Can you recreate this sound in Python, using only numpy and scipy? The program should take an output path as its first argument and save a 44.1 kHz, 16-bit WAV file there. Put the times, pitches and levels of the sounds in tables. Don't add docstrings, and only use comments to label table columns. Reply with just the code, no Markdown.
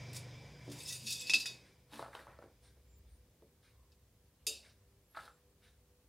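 import sys
import numpy as np
from scipy import signal
from scipy.io import wavfile
from scipy.ndimage import uniform_filter1d

SR = 44100
rng = np.random.default_rng(int(sys.argv[2]) if len(sys.argv) > 2 else 0)


def ratio(d):
    e = np.asarray(d, float) / 20
    return 10 ** e


def unload_audio(sound):
    columns = np.transpose(np.atleast_2d(sound))
    steps = np.round(np.clip(columns, -1, 1) * 32767)
    wavfile.write(sys.argv[1], SR, steps.astype(np.int16))


N = 268216

# nearest moment in seconds, level in dB, length in seconds.
PASSES = [
    (0.497, -64, 0.3),
    (.86, -64, 0.072),
    (2.275, -66, 0.16),
    (2.651, -64.5, 0.28),
    (3.096, -62.5, 0.5),
    (3.791, -65, 0.091),
    (4.038, -68.5, .2),
    (4.418, -65, 0.037),
    (4.907, -69.5, 0.39),
]
# time in seconds, gain in dB.
SUPPRESSOR = [(0, 0.5), (.6, -4.5), (.75, -1), (1, -7), (1.5, -4), (1.9, -18), (2.1, -20), (2.5, -17.5),
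              (3.5, -23), (4.4, -37), (4.55, -13), (4.9, -28), (6.1, -42)]
# time in seconds, turns per second in Hz.
SHAFT_SPEED = [(0, 24.38), (.7, 24.39), (1.1, 24.99), (2, 24.82), (6.1, 24.6)]
# multiple of the shaft speed, level in dB.
SHAFT_ORDERS = [(3, -14), (4, -7), (6, -8), (7, -14), (9, -18), (12, -20)]
# time in seconds, level in dB.
BLADE_SWAY = [(0, -52.5), (.15, -50.5), (.34, -54), (.55, -68), (.68, -51), (.77, -56), (.85, -77),
              (.93, -59), (1.1, -58), (1.18, -63), (1.29, -78), (1.46, -66), (1.56, -66), (1.68, -81),
              (1.92, -70), (2.04, -63.5), (2.15, -75), (6.1, -94.5)]
# frequency in Hz, level in dB per Hz.
WASH = [(88, -31.5), (150, -3), (221, -9.5), (382, -12.5), (474, -10), (741, -15.5), (993, -23),
        (1210, -24), (2080, -16), (2250, -15), (2840, -23), (3460, -18), (4540, -29), (5100, -19),
        (15800, -52.5)]
# frequency in Hz, width in Hz, level in dB.
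HOUSING = [(2323, 70, -11), (4940, 380, -11), (990, 170, -13), (498, 11, -15.5), (393.7, 14, -21)]
# frequency in Hz, level in dB per Hz.
HISS = [(76, -29.5), (130, -0.5), (156, -5), (194, -2), (268, -10.5), (499, -10.5), (746, -17),
        (1010, -17.5), (1450, -21.5), (1630, -20.5), (2540, -23), (15800, -26)]
# frequency in Hz, width in Hz, level in dB.
MOTOR_LINES = [(493, 14, -85), (394, 9, -90)]
# frequency in Hz, level in dB per Hz.
APART = [(24, -32), (40, -2.5), (117, -3), (327, -9.5), (390, -5.5), (464, -4), (912, -11.5), (4090, -7),
         (15800, -9)]
# frequency in Hz, t60 in seconds.
ROOM_DECAY = [(300, 0.32), (1000, 0.28), (3000, 0.12), (8000, 0.25), (15000, 0.023)]
# start in seconds, level in dB, brightness in dB.
TICKS = [
    (1.62, -68.5, -3),
    (2.605, -67.5, 2.5),
    (3.609, -69, -7),
    (4.61, -65.5, -2.5),
    (5.605, -67, -4),
]
# frequency in Hz, level in dB per Hz.
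CLOCK_COLOUR = [(590, -9), (1000, -12), (1150, -7), (1390, -5), (1610, 1), (1950, -7.5), (2190, -3),
                (2530, -11), (3270, -9), (3790, -3), (4480, -10), (5310, -7.5), (7290, -20.5), (9200, -7),
                (12500, -27), (16200, -36), (22000, -120)]
# start in seconds, length in
# seconds, start in Hz, end in Hz, level in dB.
SQUEAKS = [
    (2.826, 0.21, 7290, 7290, -79),
    (2.952, 0.053, 15600, 14400, -74),
    (5.03, 0.062, 7490, 7500, -85.5),
    (5.061, 0.11, 11550, 11200, -75),
    (5.256, 0.15, 7100, 7660, -81.5),
    (5.48, 0.051, 8670, 8700, -87),
    (3.669, 0.25, 1092, 1037, -82.5),
    (4.48, 0.35, 620, 543, -75.5),
]
# start in seconds, length in seconds, start in Hz, end in Hz, level in dB.
RUBS = [
    (3.04, 0.19, 8700, 9500, -79),
    (3.0, 0.2, 2600, 5400, -86),
    (0.82, 0.2, 1500, 1600, -72),
    (4.376, 0.087, 2970, 2960, -83),
    (4.66, .09, 5600, 5800, -76),
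]
# frequency in Hz, level in dB, t60 in seconds.
BOX_MODES = [(222, -1.5, .12), (290.6, -6.5, 0.14), (360.3, -4.5, 0.13), (440, -3.5, 0.074),
             (548, -3, 0.077), (609, -7, .1), (721, 4, 0.036), (883, 12.5, 0.019), (1000, 6.5, 0.019),
             (1116, 1.5, 0.024), (1320, 2, 0.038), (1425, 3, 0.031), (1590, 3, 0.027), (1750, -9, 0.057),
             (1876, 7, 0.017), (2320, 2, 0.022), (2820, -28, 0.073), (3060, -2, .03), (3728, -18.5, 0.09)]
# start in seconds, peak in dB, strongest Hz, ring as a share of the free decay.
KNOCKS = [(0.678, -39.5, 360, 0.84), (0.925, -76, 380, 0.49), (1.295, -37, 1920, 0.6),
          (1.334, -39.5, 1700, 0.97), (1.501, -53, 414, 0.54), (1.921, -52.5, 883, 0.98),
          (1.933, -46.5, 925, 0.96), (1.9935, -33, 980, 0.4), (2.0255, -34.5, 730, 0.54),
          (2.027, -41.5, 1250, 0.29), (2.082, -49, 880, .5), (2.138, -51, 950, .5),
          (2.176, -47, 1750, 0.42), (2.153, -51, 545, 0.44), (2.197, -53, 530, 0.49),
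          (2.045, -45, 1260, 0.7), (2.061, -43.5, 1120, 0.56), (2.131, -49, 1590, 0.67),
          (2.151, -34, 1095, 0.31), (2.189, -51, 1500, 0.17), (2.269, -43, 800, 0.43),
          (2.284, -54, 524, 0.52), (2.389, -45, 590, 0.36), (2.42, -50.5, 598, 0.33),
          (2.424, -46, 730, 0.33), (2.46, -50.5, 412, 0.34), (1.995, -40, 519.3, 0.3),
          (5.236, -54, 801, 0.48), (2.44, -48, 440, 0.27), (2.276, -50.5, 1310, 0.6),
          (2.767, -66, 498, 0.8), (3.345, -67.5, 484, 0.36), (3.422, -51.5, 447, 0.67),
          (5.147, -45.5, 1403, 0.8), (5.278, -43.5, 1340, 0.38)]
# start in seconds, peak in dB, strongest Hz, ring share.
THUDS = [(0.688, -44, 330, 0.76), (1.02, -56.5, 205, 3.2), (1.297, -47.5, 300, 0.22),
         (1.338, -46, 310, 0.75), (1.455, -40, 1970, 1.4), (1.924, -52, 273, 2.9), (2.081, -51, 493, 0.52),
         (4.470, -47, 440, 1.25), (4.497, -58, 483, 1.8), (4.502, -56, 580, 1.2), (5.168, -41, 1334, 0.51),
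         (5.171, -33.5, 1220, 0.61), (5.188, -41, 1460, 0.77)]
# strongest moment in seconds, scratch in dB, body in dB, fade in seconds.
STIRS = [
    (1.938, -53.5, -58.5, 0.13),
    (1.998, -59.5, -56, 0.18),
    (2.153, -60.5, -57.5, 0.1),
    (2.2, -63, -61.5, 0.14),
    (2.3, -79, -63, 0.23),
    (2.429, -76, -67, 0.071),
    (5.174, -60.5, -59.5, 0.023),
    (5.201, -61, -61.5, 0.21),
    (5.255, -66, -71, 0.036),
]
# frequency in Hz, level in dB per Hz.
SCRATCH = [(1060, -26), (1800, 3.5), (1920, -10), (2540, -0.5), (2950, -4.5), (3650, 2), (4400, -1),
           (6660, -11), (9850, -6), (13100, -14), (15800, -18)]
# start in seconds, peak in dB, frequency in Hz, t60 in seconds.
PINGS = [(.787, -52, 6430, .08), (.803, -49, 3703, 0.049), (1.458, -44.5, 2630, 0.43),
         (.832, -48, 8100, 0.17), (.849, -42.5, 5200, 0.15), (.888, -43, 5380, 0.17),
         (.889, -37, 7300, .06), (.87, -55, 2600, .15), (.9, -39, 5970, .08), (.929, -46, 3650, 0.046),
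         (1.106, -47, 2550, .3), (1.385, -45, 2670, .15), (0.906, -53, 1954, 0.19), (.923, -44, 8979, 0.15),
         (.944, -44, 8100, 0.06), (.953, -50, 9000, 0.13), (.953, -46, 7000, 0.13),
         (1.015, -53, 4950, 0.088), (1.066, -44, 3768, .2), (1.066, -49.5, 3478, .4),
         (1.072, -46, 2630, 0.3), (1.105, -44.5, 4732, .2), (1.122, -42, 3750, .1),
         (1.154, -46.5, 3488, .2), (1.194, -42.5, 7644, .2), (1.203, -40.5, 4909, .14),
         (1.21, -47, 2556, .45), (1.21, -51, 3466, .4), (1.27, -43, 4470, .1), (1.275, -52, 2600, 0.18),
         (1.2964, -25.5, 2630, 0.02), (1.336, -21, 2670, 0.02), (1.337, -33, 3440, .1),
         (1.339, -39, 5857, .1), (1.402, -36, 4750, 0.14), (1.459, -31.5, 4950, 0.079),
         (1.459, -48.5, 3466, 0.26), (1.461, -46, 5361, 0.19), (1.488, -45, 4950, 0.086)]
# start in seconds, peak in dB, frequency in Hz, t60 in seconds.
SNAPS = [(.6985, -41, 3570, 0.015), (0.7156, -43.5, 1470, 0.017), (.7158, -45, 5500, 0.012),
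         (2.131, -48, 1910, .025), (2.19, -41, 1690, 0.037), (1.9345, -36.5, 3214, .012),
         (1.5, -44, 2000, 0.014), (2.151, -34, 3220, 0.014), (2.389, -48, 1400, .02),
         (1.978, -43, 9400, .012), (2.1378, -59, 5230, 0.011), (2.334, -51, 1450, .03),
         (2.387, -54, 4950, .012), (2.424, -51, 1423, 0.025), (2.474, -63.5, 1701, .02),
         (5.149, -56.5, 3700, 0.045), (5.153, -38.5, 1390, 0.05), (5.164, -49, 4200, 0.033),
         (5.172, -41.5, 3670, 0.024), (5.278, -49.5, 3750, 0.018), (5.292, -56, 1247, 0.09),
         (1.2968, -45.5, 820, 0.072), (1.337, -46.5, 750, .08), (1.456, -49, 806, 0.055),
         (1.34, -34, 4600, 0.017), (1.126, -35, 4370, .015), (5.15, -52, 2300, 0.056),
         (5.19, -42, 1590, 0.07), (2.045, -47, 1300, .03), (2.3, -58, 1520, .05), (4.4665, -47, 1890, .03),
         (4.467, -50, 1150, .03)]
# frequency in Hz, level in dB, t60 in seconds.
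BANGLE = [(1954, -18, .12), (2536, -2, .5), (2630, 0, .45), (2707, -12, .3), (3470, -11, .25),
          (3555, -12, .3), (3726, -8, .36), (3775, -10, .3), (4436, -9, .35), (4544, -12, .35),
          (4738, -7, .35), (4950, -7, .35), (5200, -9, .3), (5345, -8, .38), (5749, -13, .25),
          (5860, -11, .25), (6089, -14, .3), (6390, -14, .25), (6620, -12, .28), (6761, -14, .22),
          (6985, -12, .28), (7250, -16, .28), (7690, -14, .22), (8600, -16, .25), (8980, -19, .25),
          (9400, -17, .22), (9750, -17, .28), (10780, -21, .22), (11280, -21, .22), (11900, -24, .2)]
# frequency in Hz, level in dB, t60 in seconds.
LONE = [(4540, -8, .5), (4735, -6, .36), (4960, 0, 0.22), (5335, -7, 0.35), (5800, -8, 0.12),
        (5895, -9, 0.29), (6089, -9, 0.18), (6401, -9, 0.26), (6600, -7, 0.15), (6982, -4, 0.21),
        (7370, -10, 0.31), (7630, -8, 0.13), (7860, -33, 0.25), (8597, -6, 0.14), (8990, -16, 0.34),
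        (9300, -7, 0.18), (9390, -10, 0.18), (9640, -15, 0.3), (9790, -13, 0.35), (10710, -11, 0.17),
        (11290, -9, 0.16), (11700, -25, 0.2), (11950, -14, 0.23), (13020, -22, 0.12)]
# frequency in Hz, level in dB, t60 in seconds.
LONE_LOW = [(2632, -1, .5), (2668, -2, .3), (2789, -12, .45), (2869, -10, .45), (3738, -4, .45),
            (3756, -5, .4)]
# frequency in Hz, level in dB per Hz.
FACETS = [(710, -57.5), (1200, -30), (1930, -24.5), (2100, -29.5), (2580, -2), (3150, -10), (3400, -9),
          (3680, 0), (4150, -5), (4880, 1), (5750, -7.5), (9620, -14.5), (15800, -29)]
# start in seconds, peak in dB, brightness in dB per octave, shimmer in dB,
# ring as a share of the free decay.
CLINKS = [(0.1308, -55.5, 4.5, 11, 0.46), (0.146, -53, 21, -4, 0.42), (0.163, -47.5, 4.5, 0.5, 0.7),
          (0.6994, -64.5, 15, 1, 0.89), (0.716, -63, 5, 16.5, 0.61), (0.7876, -50.5, 15, -8, 0.51),
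          (0.8041, -46.5, 2, 3, 0.6), (0.8785, -39, 6.5, -19, 0.72), (0.8889, -39.5, 5, -15, 0.68),
          (0.9243, -39.5, 4.5, 0.5, 0.84), (1.067, -43.5, 7.5, -16.5, 0.47), (1.1054, -35.5, 8.5, -8, 0.16),
          (1.1232, -37, 10, -5.5, 0.52), (1.156, -42, 5, -12, 0.94), (1.2102, -42, 5.5, -5, 0.6),
          (1.2696, -41.5, 0.5, 2.5, .7), (1.296, -22, -4.5, -5, 0.34), (1.3359, -16.5, -11, -3.5, 0.3),
          (1.3387, -30, 4.5, 0, 0.24), (1.399, -35.5, 1.5, 4.5, 0.41), (1.457, -31, 2, -6, 0.71),
          (3.9188, -78, -6, 14.5, 0.25)]
# start in seconds, peak in dB, brightness in dB per octave, shimmer in dB, ring share.
LONE_CLINK = (4.4665, -23, 4, -5.5, 0.7239)
# strongest moment in seconds, level in dB,
# brightness in dB per octave, build in seconds, fade in seconds.
JINGLE = [
    (.168, -38.5, 15, 0.031, 0.029),
    (.8, -50.5, 14, .2, 0.24),
    (.894, -40, 14, 0.117, 0.2),
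    (1.07, -36.5, 5.5, .015, 0.31),
    (1.13, -35, 8.5, 0.17, 0.023),
    (1.214, -40, 4, .05, 0.041),
    (1.288, -39, 2, .08, 0.013),
    (1.385, -39.5, 6, .01, 0.081),
]

LIGHT_DB = 1.4


def evened(x):
    return x / np.sqrt(np.mean(x ** 2) + 1e-20)


def read(points, hz):
    f, value = np.transpose(points)
    return np.interp(np.log(hz + 1), np.log(f + 1), value)


def add(mix, s, sound):
    part = mix[round(s * SR):][:len(sound)]
    part += sound[:len(part)]


def above(x, hz):
    return signal.sosfilt(signal.butter(4, hz, "high", fs=SR, output="sos"), x)


def coloured(points, patchy_db, x=None):
    source = rng.standard_normal(N) if x is None else x
    hz, t, z = signal.stft(source, SR, nperseg=512, noverlap=384)
    patches = uniform_filter1d(rng.standard_normal(z.shape), size=6, axis=0)
    patches = evened(uniform_filter1d(patches, size=14, axis=1))
    gain = ratio(read(points, hz)[:, None] + patchy_db * patches)
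    return evened(signal.istft(z * gain, nperseg=512, noverlap=384)[1][:N])


def band(hz, width, count=N):
    r = np.exp(-np.pi * width / SR)
    noise = rng.standard_normal((count + SR, 2)) @ [1, 1j]
    slow = signal.lfilter([1], [1, -2 * r, r * r], noise)[SR:]
    turns = np.cumsum(hz * np.ones(count)) / SR
    return evened((slow * np.exp(2j * np.pi * turns)).real)


def grit(per_s, spread_db):
    u, size, sign = rng.random(N), rng.exponential(1, N), rng.standard_normal(N)
    return (u < per_s / SR) * ratio(spread_db * np.minimum(size, 4)) * np.sign(sign)


def rings(modes, colour_db, damping, length, rise=0.0003, spread=.012, step=0, low_rise=0, clean_hz=3000):
    hz, db, t60 = np.transpose(modes)[:, :, None]
    t = np.arange(int(length * SR)) / SR
    high = hz > clean_hz
    phase, detune = rng.random((2, 3, len(hz), 1))
    cluster_hz = hz * (1 + spread * (detune - .5) * high)
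    swing = np.sin(2 * np.pi * (cluster_hz * (t - step) + phase * high)).sum(0)
    swing /= np.where(high, np.sqrt(3), 3)
    onset = np.sin(np.minimum(t / (rise + low_rise * ~high), 1) * np.pi / 2) ** 2
    return ratio(db + colour_db - 60 * t / (t60 * damping)) * onset * swing


def crack(db, t60):
    return ratio(db - 60 * np.arange(1500) / SR / t60) * rng.standard_normal(1500)


def stroke(s, db, build, fade, drop_db=27):
    t = np.arange(N) / SR - s
    return ratio(db - drop_db * np.maximum(-t / build, t / fade))


def suppressor_db():
    return np.interp(np.arange(N) / SR, *np.transpose(SUPPRESSOR))


def traffic():
    power = ratio(-72) ** 2
    for s, db, length in PASSES:
        power = power + stroke(s, db, length, length, drop_db=11.5) ** 2
    return np.sqrt(power) * evened(band(64, 25) + .5 * band(100, 31))


def hiss():
    lines = sum(ratio(db) * (band(hz, w) + band(hz, .8)) for hz, w, db in MOTOR_LINES)
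    return ratio(-75) * coloured(HISS, 0.72) + lines


def wash():
    cut_db = suppressor_db()
    full = coloured(WASH, 1.3) + sum(ratio(db) * band(hz, w) for hz, w, db in HOUSING)
    low = signal.sosfiltfilt(signal.butter(2, 400, fs=SR, output="sos"), full)
    return ratio(-56 + cut_db) * (low + ratio(0.39 * cut_db) * (full - low))


def fan():
    t = np.arange(N) / SR
    shaft_hz = np.interp(t, *np.transpose(SHAFT_SPEED))
    turns = np.cumsum(shaft_hz) / SR
    orders = np.zeros(N)
    for k, db in SHAFT_ORDERS:
        pure = np.sin(2 * np.pi * (k * turns + rng.random()))
        orders += ratio(db) * (pure + .45 * band(k * shaft_hz, 6.0))
    hum_db = -54 - 23 * (1 - np.exp(-(t / 1.3) ** 3))
    hum = ratio(hum_db) * (np.sqrt(2) * orders + 0.24 * band(125, 84))
    blade_gain = ratio(np.interp(t, *np.transpose(BLADE_SWAY)))
    return hum + blade_gain * np.sqrt(2) * np.sin(10 * np.pi * turns)


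def clock():
    plain, bright = np.zeros((2, N))
    puff, t = coloured(CLOCK_COLOUR, 2.4), np.arange(9000) / SR
    for s, db, bright_db in TICKS:
        shape = ratio(db) * np.sin(np.minimum(t / 0.05, 1) * np.pi / 2) ** 2 / (1 + (t / 0.093) ** 4)
        add(plain, s, shape)
        add(bright, s, shape * (ratio(bright_db) - 1))
    return plain * puff + bright * above(puff, 2340)


def room(x):
    taps = np.zeros(SR // 2)
    at = np.arange(150, SR // 2 - 20, 20)
    taps[at + rng.integers(0, 20, len(at))] = rng.choice([-1., 1.], len(at))
    hz, t, z = signal.stft(taps, SR, nperseg=256)
    tail = signal.istft(z * ratio(-60 * t / read(ROOM_DECAY, hz)[:, None]), SR, nperseg=256)[1]
    return signal.fftconvolve(x, tail / np.linalg.norm(tail))[:N]


def squeaks():
    out = np.zeros(N)
    for rows, width_hz in ((SQUEAKS, 220), (RUBS, 1000)):
        for s, length, hz0, hz1, db in rows:
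            count = int(length * SR)
            whistle = band(np.linspace(hz0, hz1, count), width_hz, count)
            add(out, s, ratio(db) * whistle * np.hanning(count))
    return out


def knocks():
    out, hz = np.zeros(N), np.transpose(BOX_MODES)[0][:, None]
    for rows, crack_db, focus_db in ((KNOCKS, -17, 18.5), (THUDS, -30.5, 25.5)):
        for s, db, top_hz, damping in rows:
            colour_db = -focus_db * abs(np.log2(hz / top_hz)) + 1.5 * rng.standard_normal(hz.shape)
            ring = rings(BOX_MODES, colour_db, damping, 0.22, rise=.002).sum(0)
            ring /= abs(ring).max()
            add(ring, 0, np.convolve(above(crack(crack_db, 0.007), 1200), np.hanning(7) / 2))
            add(out, s, ratio(db) * ring)
    return out


def stirring():
    out = np.zeros(N)
    tapped = rings(BOX_MODES[4:15], np.linspace(-2, .3, num=11)[:, None], 0.27, .1)
    taps = evened(sum(signal.oaconvolve(grit(600, 2.5), ring)[:N] for ring in tapped))
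    scratch = coloured(SCRATCH, 0.97, grit(4000, 2.7))
    for s, scratch_db, body_db, fade in STIRS:
        out += stroke(s, 0, 0.052, fade) * (ratio(body_db) * taps + ratio(scratch_db - 2.5) * scratch)
    return out


def box():
    return above(knocks() + stirring(), 73)


def beads():
    out, t = np.zeros(N), np.arange(5000) / SR
    for s, db, hz, t60 in PINGS:
        ring = rings([(hz, 0, t60)], 0, 0.81, .4, spread=0.016)[0]
        rough = .7 * (hz > 4200)
        flutter = band(hz, 210, count=5000) * np.minimum(t / .002, 1) * ratio(-3 - 60 * t / t60)
        add(out, s, ratio(db) * (1 - rough) * ring / abs(ring).max())
        add(out, s, ratio(db) * rough * flutter)
    for s, db, hz, t60 in SNAPS:
        decay = ratio(db - 8 - 60 * t / t60)
        add(out, s, decay * np.minimum(t / 0.0011, 1) * band(hz, 0.29 * hz, count=5000))
    return out


def clinks():
    out, t = np.zeros(N), np.arange(int(.6 * SR)) / SR
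    facets = coloured(FACETS, 2.5)
    facets_top = above(facets, 5770)
    for s, db, bright_db, shimmer_db, share in CLINKS + [LONE_CLINK]:
        if s == LONE_CLINK[0]:
            modes = np.array(LONE_LOW + LONE)
            contact = dict(spread=0.0214, clean_hz=3900, rise=0.0019)
        else:
            modes = np.array(BANGLE)
            contact = dict(spread=.006, step=.0085, low_rise=.004)
        octave = np.log2(modes[:, :1] / 4000)
        modes[:, 2] = np.minimum(modes[:, 2], .7)
        spot_db = 2.5 * np.clip(octave + 1.0, .1, 1) * rng.standard_normal(octave.shape)
        spot_db -= LIGHT_DB * np.clip(bright_db - 2.5, 0, 5) * (octave < -.5) * 2
        ring = rings(modes, min(bright_db, 7) * octave + spot_db, share, .5, **contact).sum(0)
        add(out, s, ratio(db) * ring / abs(ring).max())
        at = slice(round(s * SR), round(s * SR) + len(t))
        shine = facets[at] + (ratio(2.8 * bright_db) - 1) * facets_top[at] * ratio(-60 * t / 0.35)
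        shine_gain = ratio(db + shimmer_db - 10.5 - 60 * t / (0.49 * share)) * np.minimum(t / 0.00025, 1)
        add(out, s, shine_gain * evened(shine))
    return out


def jingle():
    octaves = np.log2(np.transpose(BANGLE)[0] / 4000)
    scrape = coloured(FACETS, 2.0, grit(5000, 2.2))
    scrape_top = above(scrape, 6300)
    damping = np.where(octaves < -.5, .55, .33)[:, None]
    touched = rings(BANGLE, 0, damping, 0.2, spread=.012)
    chatter = [signal.oaconvolve(grit(800, 3.4), ring)[:N] for ring in touched]
    power = np.array([stroke(s, db, build, fade) ** 2 for s, db, _, build, fade in JINGLE]) + 1e-30
    bright_db = np.transpose(JINGLE)[2] @ power / power.sum(0)
    tilted = np.zeros(N)
    for mode, octave in zip(chatter, octaves):
        light_db = LIGHT_DB * (octave < -.5) * np.clip(bright_db, 0, 7)
        tilted += mode * ratio(octave * np.minimum(bright_db, 7) - light_db)
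    tilted = evened(tilted) + 0.93 * (scrape + (ratio(bright_db) - 1) * scrape_top)
    loudness = uniform_filter1d(tilted ** 2, size=3000) + 1e-20
    return ratio(-5.5) * tilted * np.sqrt(power.sum(0) / loudness)


def bangles():
    return above(clinks() + jingle(), 1200)


def scene():
    air = traffic() + hiss() + wash() + fan()
    card = box()
    metal = bangles() + beads()
    echo = room(ratio(-11) * metal + ratio(-8.0) * card)
    mid = air + clock() + echo + squeaks() + card + metal
    side = ratio(-79.5) * coloured(APART, 0.9) + ratio(-44.0) * np.roll(mid, 40)
    return np.array([mid + side, mid - side])


def band_limit(x):
    return signal.sosfilt(signal.butter(12, 16480, fs=SR, output="sos"), x)


def record(dry):
    lowpass = signal.firwin(511, 15850, window=("kaiser", 9), fs=SR)[None]
    heard = signal.oaconvolve(above(dry, 40), lowpass, "same")
    return band_limit(heard)


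dry = scene()
out = record(dry)
unload_audio(out)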